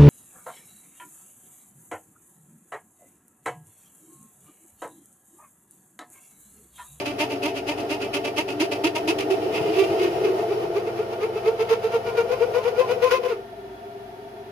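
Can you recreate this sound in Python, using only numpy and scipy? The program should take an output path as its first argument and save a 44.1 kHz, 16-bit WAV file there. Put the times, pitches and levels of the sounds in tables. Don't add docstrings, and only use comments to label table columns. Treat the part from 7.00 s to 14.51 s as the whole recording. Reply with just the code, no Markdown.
import sys
import numpy as np
from scipy import signal
from scipy.fft import rfft, irfft
from scipy.io import wavfile
from scipy.ndimage import uniform_filter1d

SR = 44100
rng = np.random.default_rng(int(sys.argv[2]) if len(sys.argv) > 2 else 0)


def inscribe(sig):
    pcm = np.round(np.clip(np.atleast_2d(sig).T, -1, 1) * 32767)
    wavfile.write(sys.argv[1], SR, pcm.astype(np.int16))


def volts_from_decibels(level):
    exponent = np.asarray(level, float) / 20
    return 10 ** exponent


N = 331191
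T = np.arange(N) / SR

# time [s], share of the tip buried [0-1].
DEPTH = [(0, 0.23), (2.3, 0.02), (3.2, 0.8), (3.6, 1), (6.4, 1.0)]
# centre [s], chatter [dB], scrape [dB], pitch reached [Hz].
LEADING = [(-0.012, -33, -34, 299.9), (0.221, -27.5, -30.5, 322.7), (0.46, -26.5, -31.5, 326.6),
           (0.701, -31.5, -31.5, 318.3), (0.922, -29, -31.5, 319.3), (1.16, -30.5, -32, 296.5),
           (1.392, -28.5, -30, 335.5), (1.623, -24, -28, 400), (1.862, -22, -28, 400.2),
           (2.098, -24, -26.5, 406), (2.324, -22, -35, 386.4), (2.565, -37.5, -36.5, 311),
           (2.798, -20, -32, 395.4), (3.039, -23.5, -34.5, 361.4), (3.263, -21, -36.5, 357.4),
           (3.519, -24, -39.5, 442.5), (3.772, -23.5, -37.5, 445), (3.997, -26, -39, 461),
           (4.238, -22, -39.5, 450), (4.481, -18.5, -36, 457.6), (4.721, -19, -31, 448.8),
           (4.952, -23, -35, 440), (5.193, -22, -34, 455.4), (5.429, -21.5, -37, 492.5),
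           (5.669, -22, -34.5, 490), (5.915, -21.5, -34.5, 495.4), (6.137, -22, -25, 512.4),
           (6.32, -28, -41.5, 419.5)]
# time [s], pressure [dB], groan centre [Hz], swing over one turn [dB].
FEED = [(0, -3.5, 347, -3), (0.3, 1, 393, -2.5), (0.75, 1.5, 392, 0.5), (1.5, 1.5, 362, -0.5),
        (2.2, 4, 398.3, -1), (2.45, 6, 403, -1), (2.9, 9, 390, 1), (3.3, 6.5, 404, 5), (3.7, 4, 433, 0.5),
        (4.1, 2, 425.2, 1.5), (4.9, 0.5, 464, -0.5), (5.6, 4, 444, 1.5), (6.05, 1.5, 455, -1.5),
        (6.3, 0.5, 440, 4.5), (6.45, -5, 387, 4)]
WITHDRAWN_S = FEED[-1][0]


def bites():
    # frequency [Hz], left-right level [dB].
    port_lean = [(290, -1), (380, -0.5), (420, 6.5), (447, -1.5), (475, 8.5), (505, 13.5)]
    steel_hz = [590, 918, 1028, 1170, 1418, 1830, 2130, 2368, 2570, 2754, 3014, 4760, 5540]
    # width [Hz], level shallow [dB], level deep [dB].
    steel_modes = [(60, -4.5, -28), (30.7, 0.5, 0), (20, -14, -3.5), (50.3, -11.5, -0.5), (39.96, -12, 1),
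                   (43.4, -7.5, -9), (71.4, -9.5, -11), (80, -14, -10.5), (119, -7, -11.5), (70, -8, -14.5),
                   (35, -6, -12), (70, -11, -16.5), (45, -13, -30)]
    # multiple of the wag, level beside the wag [dB].
    wag_overtones = [(2, -20), (3, -25), (4, -36.5), (5, -35), (6, -34)]
    # centre [s], level [dB], length [s].
    squeals = [
        (5.12, -46, 0.042),
        (5.348, -43, 0.055),
        (5.595, -39.5, 0.052),
        (5.829, -30.5, 0.051),
        (6.065, -27.5, 0.047),
        (6.15, -29, 0.06),
        (6.271, -38.5, 0.066),
    ]
    # time [s], level [dB].
    tip_freedom = [(0, 1.5), (2.3, 1.5), (2.6, 5.5), (3.1, 2), (3.5, 0.5), (6.4, 3)]

    hz, chatter, scrape = grip()
    deep = buried(T)
    turns = np.cumsum(hz * (1 + 0.01235 * wander(59.6))) / SR
    wag = np.sqrt(2) * np.cos(2 * np.pi * turns) * chatter * volts_from_decibels(3.5 * np.tanh(wander(80)))
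    wag = wag + volts_from_decibels(-12) * (resonate(wag, 388, 20) + resonate(wag, 432, 22))

    slips = evened(sum(np.cos(2 * np.pi * k * turns) for k in range(2, 12)))
    slips = slips * volts_from_decibels(3.2 * np.tanh(wander(135)))
    overtones = sum(volts_from_decibels(db) * np.cos(2 * np.pi * k * turns) for k, db in wag_overtones) * chatter * deep
    spit = 2.0 + np.exp(-(turns % 1) / 0.38)

    squeal_level = sum(volts_from_decibels(db) * np.exp(-((T - s) / (0.55 * length_s)) ** 4) for s, db, length_s in squeals)
    squeal_hz = 1030 * (1 + 0.00433 * wander(27.0))
    squeal = squeal_level * np.sqrt(2) * np.sin(2 * np.pi * np.cumsum(squeal_hz) / SR)

    scrape = scrape * volts_from_decibels(3.5 * np.tanh(wander(120)))
    free_db = np.interp(T, *np.transpose(tip_freedom))
    fizz = scrape * (scrape / volts_from_decibels(-32)) ** 0.25 / volts_from_decibels(free_db)
    free = volts_from_decibels(17.0 + free_db)
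    rub = volts_from_decibels(load()[0]["rub"] + 1.0) * (T < WITHDRAWN_S)
    pair = []
    for noise in rng.standard_normal((2, N)):
        strikes = 0.46 * slips + 0.5 * evened(spit * noise)
        drive = strikes * (scrape + volts_from_decibels(-33) * chatter) + rub * noise
        rings = np.zeros(N)
        for mode_hz, (width_hz, shallow_db, deep_db) in zip(steel_hz, steel_modes):
            mode_level = volts_from_decibels(shallow_db + deep ** 4.3 * (deep_db - shallow_db))
            rings += rng.choice([-1, 1]) * mode_level * resonate(drive, mode_hz, width_hz)
        swarf = volts_from_decibels(1.0) * metal(spit * noise) * fizz
        pair.append(free * rings + swarf + 1.32 * overtones + 1.24 * squeal)
    lean_db = read(port_lean, uniform_filter1d(hz, size=SR // 8)) - 2
    return ports(wag, wag, lean_db) + ports(*pair)


def grip():
    # centre [s], chatter [dB], scrape [dB], pitch reached [Hz].
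    trailing = [(0.088, -31.5, -33.5, 288.7), (0.33, -34.5, -38.5, 289.5), (0.576, -38, -37, 287.5),
                (0.803, -34, -38.5, 290), (1.035, -36, -36.5, 290.2), (1.269, -33, -35, 292.7),
                (1.503, -35, -35, 282.1), (1.738, -35, -34.5, 289.6), (1.974, -35, -33, 326),
                (2.207, -28, -31.5, 392.5), (2.442, -29, -46, 373.2), (2.679, -28.5, -43, 403.3),
                (2.939, -40, -46, 450), (3.154, -36, -44, 343.7), (3.404, -26.5, -42.5, 436.7),
                (3.648, -29.5, -44, 436), (3.885, -28, -44, 493.5), (4.129, -32, -42, 482),
                (4.371, -26, -41.5, 441), (4.613, -20.5, -35, 442.9), (4.854, -23.5, -37.5, 442.6),
                (5.084, -27.5, -39.5, 464.2), (5.323, -23, -35.5, 505.6), (5.57, -21, -35.5, 507),
                (5.805, -20, -32, 519.7), (6.049, -20, -30, 504), (6.259, -25.5, -37, 511)]
    # time [s], pitch [Hz].
    catch_pitch = [(0, 289), (1.5, 288.8), (2.1, 305), (2.2, 377.4), (2.33, 374.3), (2.45, 431.3),
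                   (2.68, 419.5), (2.8, 379), (3.1, 376), (3.26, 430), (3.52, 367.7), (3.9, 362),
                   (4.25, 410.5), (4.7, 445.5), (5.15, 488), (5.4, 462.4), (5.95, 468.3), (6.3, 504.5)]

    chatter, scrape, knots = np.zeros(N), np.zeros(N), []
    for k, (s, chatter_db, scrape_db, last_hz) in enumerate(LEADING + trailing):
        leads = k < len(LEADING)
        deep = buried(s)
        catch_hz = np.interp(s, *np.transpose(catch_pitch))
        first_hz = last_hz + (catch_hz - last_hz) * (1 if leads else 0.55)
        shoulder_s = 0.037 * np.sin(np.pi * deep) ** 2
        length_s = 0.066 - 0.014 * deep + 0.0018 * (chatter_db + 17) + shoulder_s
        length_s += 0.00038 * max(first_hz - 440, 0)

        part = slice(max(round((s - 0.15) * SR), 0), round((s + 0.25) * SR))
        since_s = T[part] - s
        u = since_s / length_s
        chatter[part] += volts_from_decibels(chatter_db) * np.exp(-np.where(u < 0, abs(u / 0.39) ** 4, abs(u / 0.4) ** 3.0))
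        rebound = volts_from_decibels(chatter_db - 9.5) * np.exp(-((since_s - 0.058) / 0.014) ** 2)
        chatter[part] += leads * deep * rebound

        lead_s = 0.021 + deep * 0.001
        hold_s = 0.039 + deep * 0.008 + 1.38 * shoulder_s
        rise_s = 0.0015 + deep * 0.0105 + 0.21 * shoulder_s
        t = since_s + lead_s + 0.6 * shoulder_s
        fall = np.exp(-(np.maximum(t, 0) / hold_s) ** 2.15)
        scrape[part] += volts_from_decibels(scrape_db + 1.5) * fall / (1 + np.exp(-t / rise_s))

        knots += [(s - 0.045, 0.96 * first_hz), (s - 0.018, first_hz)]
        knots += [(s + 0.03 - 0.012 * deep, last_hz), (s + 0.04, 1.015 * last_hz)]
    return np.interp(T, *np.transpose(sorted(knots))), chatter, scrape


def buried(time_s):
    return np.clip(np.interp(time_s, *np.transpose(DEPTH)), 0, 1)


def metal(noise):
    # frequency [Hz], density [dB per Hz].
    mouth_spectrum = [(250, -70), (700, -39), (1000, -30), (1250, -11), (1640, -16), (2000, -16),
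                      (2650, -4.5), (3750, -15), (5410, -16), (7630, -26.5), (11000, -25.5), (14000, -38),
                      (15600, -57)]
    # frequency [Hz], density [dB per Hz].
    deep_spectrum = [(650, -26.5), (1100, 0.5), (1260, -9.5), (1390, -3), (1680, -8), (2550, -7),
                     (3850, -12.5), (6480, -19), (7740, -34), (10600, -25), (15600, -33.5)]
    deep = buried(T)
    return (1 - deep) * evened(coloured(noise, mouth_spectrum)) + deep * evened(coloured(noise, deep_spectrum))


def cut():
    # frequency [Hz], width [Hz].
    frame_modes = [(388, 31), (432, 13.8), (478, 12.2), (505, 20.5)]
    # time [s], frequency [Hz], level beside groan [dB].
    shank_bend = [(0, 279, -9.5), (1.4, 296, -9), (2.2, 300.9, -8.5), (2.6, 314.1, -9.5), (2.9, 344.7, -9),
                  (3.5, 350.1, -8), (4.3, 352, -9.5), (5.0, 371, -17), (6.1, 384.2, -16.5),
                  (6.451, 400, -4.5)]
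    # frequency [Hz], width [Hz], level [dB].
    rub_lines = [(1820, 16, -14.5), (2995, 10, -13), (5510, 16, -21)]
    # frequency [Hz], density [dB per Hz].
    rub_spectrum = [(560, -7.5), (950, 0.5), (1040, -2), (1380, 0.5), (1670, -11.5), (2540, -9.5),
                    (3650, -15), (5430, -15.5), (7800, -38), (11000, -21.5), (13400, -28), (15600, -43)]

    level, hz = load()
    shank_s, *shank = np.transpose(shank_bend)
    shank_hz, shank_db = (np.interp(T, shank_s, column) for column in shank)
    on = np.clip((WITHDRAWN_S - T) / 0.1, 0, 1)
    throb = volts_from_decibels(1.2 * wander(12))
    shelf = signal.butter(4, [540, 950], "band", fs=SR, output="sos")
    low = signal.butter(3, [100, 185], "band", fs=SR, output="sos")
    nearness = [np.exp(-((hz - f) / 75) ** 2) + 1e-9 for f, _ in frame_modes]
    pair = []
    for a, b, c, d in rng.standard_normal((2, 4, N)):
        groan = sum(near * evened(resonate(resonate(a, f, 1.84 * w), f, 1.84 * w))
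                    for near, (f, w) in zip(nearness, frame_modes))
        groan = groan / np.linalg.norm(nearness, axis=0)
        bending = evened(resonate(resonate(d, shank_hz, 32.4), shank_hz, 26.6))
        groan = 0.74 * groan + volts_from_decibels(shank_db) * bending
        rub = evened(coloured(c, rub_spectrum))
        rub = rub + sum(volts_from_decibels(db) * evened(resonate(b, f, w)) for f, w, db in rub_lines)
        ring = evened(evened(resonate(b, 676.8, 21.6)) + 0.7 * evened(signal.sosfilt(shelf, c)))
        rumble = evened(signal.sosfilt(low, d))
        steady = volts_from_decibels(level["groan"]) * groan + volts_from_decibels(level["ring"] - 1.0) * ring + volts_from_decibels(level["rub"] + 7.0) * rub
        pair.append(on * (throb * steady + volts_from_decibels(level["rumble"] - 5.0) * rumble))
    return ports(*pair)


def load():
    layers = {"groan": (-31, 1.17, 0.7, 1.3), "ring": (-35.5, 0.78, -0.97, -7.5),
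              "rub": (-53.5, 0.7954, -0.1, -2), "rumble": (-50, 0.75, -0.4, -24)}
    # time [s], rumble gain [dB].
    lurches = [
        (2.62, 13),
        (2.92, 7.1),
        (3.18, 6.3),
        (3.65, 8.36),
    ]

    s, *columns = np.transpose(FEED)
    pressure_db, hz, swing_db = (np.interp(T, s, column) for column in columns)
    turn = np.interp(T, np.transpose(LEADING)[0], np.arange(len(LEADING)))
    swing_db = swing_db * np.cos(2 * np.pi * (turn - 0.062))
    eased = np.clip((T - 6.06) / 0.079, 0, 1)
    level = {name: rest_db + slope * pressure_db + share * swing_db + eased * ease_db
             for name, (rest_db, slope, share, ease_db) in layers.items()}
    level["rumble"] += sum(db * np.exp(-((T - at_s) / 0.076) ** 2) for at_s, db in lurches)
    return level, hz


def motor():
    hum_hz = [100, 123.5, 200, 227, 300]
    # level loaded [dB], level free [dB].
    hum_levels = [(-52, -59.5), (-50.5, -60), (-56.5, -62), (-55, -59.5), (-61.5, -61.5)]
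    # frequency [Hz], density [dB per Hz].
    idle_spectrum = [(30, -48), (60, -36), (80, -32), (110, -9), (300, 0), (550, -21), (900, -39),
                     (1100, -6), (3300, -18), (5000, -23), (7900, -34), (10500, -29), (13500, -30.5),
                     (15600, -37)]
    # frequency [Hz], width [Hz], level [dB rms].
    bed_modes = [(395, 27.6, -41.5), (690.6, 38, -43), (892, 67, -51.5), (55.5, 4.8, -60), (496, 93, -54),
                 (1392, 25, -62.5), (1795, 40, -65.5), (2890, 51, -71), (3370, 81, -70)]

    free = np.clip((T - 6.1) / 0.1, 0, 1)
    hum = np.zeros(N)
    for hz, (loaded_db, free_db) in zip(hum_hz, hum_levels):
        level_db = loaded_db + free * (free_db - loaded_db) + 1.3 * wander(9)
        drift = 1 + 0.004 * wander(4)
        hum += np.sqrt(2) * volts_from_decibels(level_db) * np.sin(2 * np.pi * np.cumsum(hz * drift) / SR)
    pair = []
    for noise in rng.standard_normal((2, N)):
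        gears = volts_from_decibels(-48.5) * evened(coloured(noise, idle_spectrum))
        rung = sum(volts_from_decibels(db) * evened(resonate(resonate(noise, hz, 2.4 * w), hz, 1.07 * w))
                   for hz, w, db in bed_modes)
        pair.append(gears + rung)
    return ports(hum, hum) + ports(*pair)


def room(x, t60):
    size = SR // 2
    taps = rng.choice([-1., 1.], (2, size)) * (rng.random((2, size)) < 0.05)
    taps *= volts_from_decibels(-60 * T[:size] / t60) * (T[:size] > 0.003)
    return signal.fftconvolve(x, taps / np.linalg.norm(taps[0]), axes=1)[:, :N]


def ports(left, other, lean_db=0):
    # frequency [Hz], left-right likeness [0-1].
    likeness = [(60, 0.95), (300, 1), (520, 0.9), (650, 0.64), (1400, 0.24), (4000, 0.14), (15000, 0.072)]
    # frequency [Hz], left over right [dB].
    left_excess = [(60, 2.5), (110, 4.5), (200, 2.5), (380, 0.5), (700, 3.5), (1290, -0.5), (2380, -1),
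                   (4400, -0.5), (8120, 2.5), (15000, 2)]
    # frequency [Hz], lead of the right port [radians].
    right_lead = [(30, 0), (700, 0.38), (1200, 2.5), (1500, 3), (1900, 20.5), (2800, -4), (4500, 9),
                  (15000, 41.5)]

    hz, near = np.fft.rfftfreq(N, 1 / SR), rfft(left)
    same = np.clip(read(likeness, hz), 0, 1)
    lean = volts_from_decibels(read(left_excess, hz) / 2)
    notch = 1 - 0.4 * np.exp(-((hz - 7880) / 500) ** 2)
    far = near if other is left else rfft(other)
    right = (same * np.exp(1j * read(right_lead, hz)) * near + np.sqrt(1 - same ** 2) * far) / lean
    left_out = irfft(notch * near * lean, N) * volts_from_decibels(lean_db / 2)
    right_out = irfft(notch * right, N) / volts_from_decibels(lean_db / 2)
    return np.array([left_out, right_out])


def evened(x):
    return x / np.sqrt(np.mean(x ** 2) + 1e-20)


def read(points, hz):
    f, value = np.transpose(points)
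    return np.interp(np.log(hz + 1), np.log(f + 1), value)


def resonate(x, hz, width_hz):
    turn = np.exp(2j * np.pi * np.cumsum(hz * np.ones(N)) / SR)
    r = np.exp(-np.pi * width_hz / SR)
    return 2 * (turn * signal.lfilter([1 - r], [1, -r], x / turn)).real


def coloured(x, points):
    return irfft(rfft(x) * volts_from_decibels(read(points, np.fft.rfftfreq(N, 1 / SR))), N)


def wander(per_s):
    size = round(SR / per_s)
    return evened(uniform_filter1d(uniform_filter1d(rng.standard_normal(N), size), size))


def scene():
    near = bites()
    return near + volts_from_decibels(-9.5) * room(near, t60=0.12) + cut() + motor()


def top_cut(x):
    return signal.sosfilt(signal.butter(12, 15710, fs=SR, output="sos"), x)


def record(dry):
    heard = signal.sosfilt(signal.butter(2, 35, "high", fs=SR, output="sos"), dry)
    power_db = 10 * np.log10(abs(uniform_filter1d((heard ** 2).mean(0), 500)) + 1e-12)
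    heard = heard / volts_from_decibels(0.29 * np.maximum(power_db + 15.5, 0))
    band_limit = signal.firwin(511, 15750, window=("kaiser", 9), fs=SR)
    heard = signal.oaconvolve(heard, band_limit[None], "same")
    return top_cut(heard)


dry = scene()
out = record(dry)
inscribe(out)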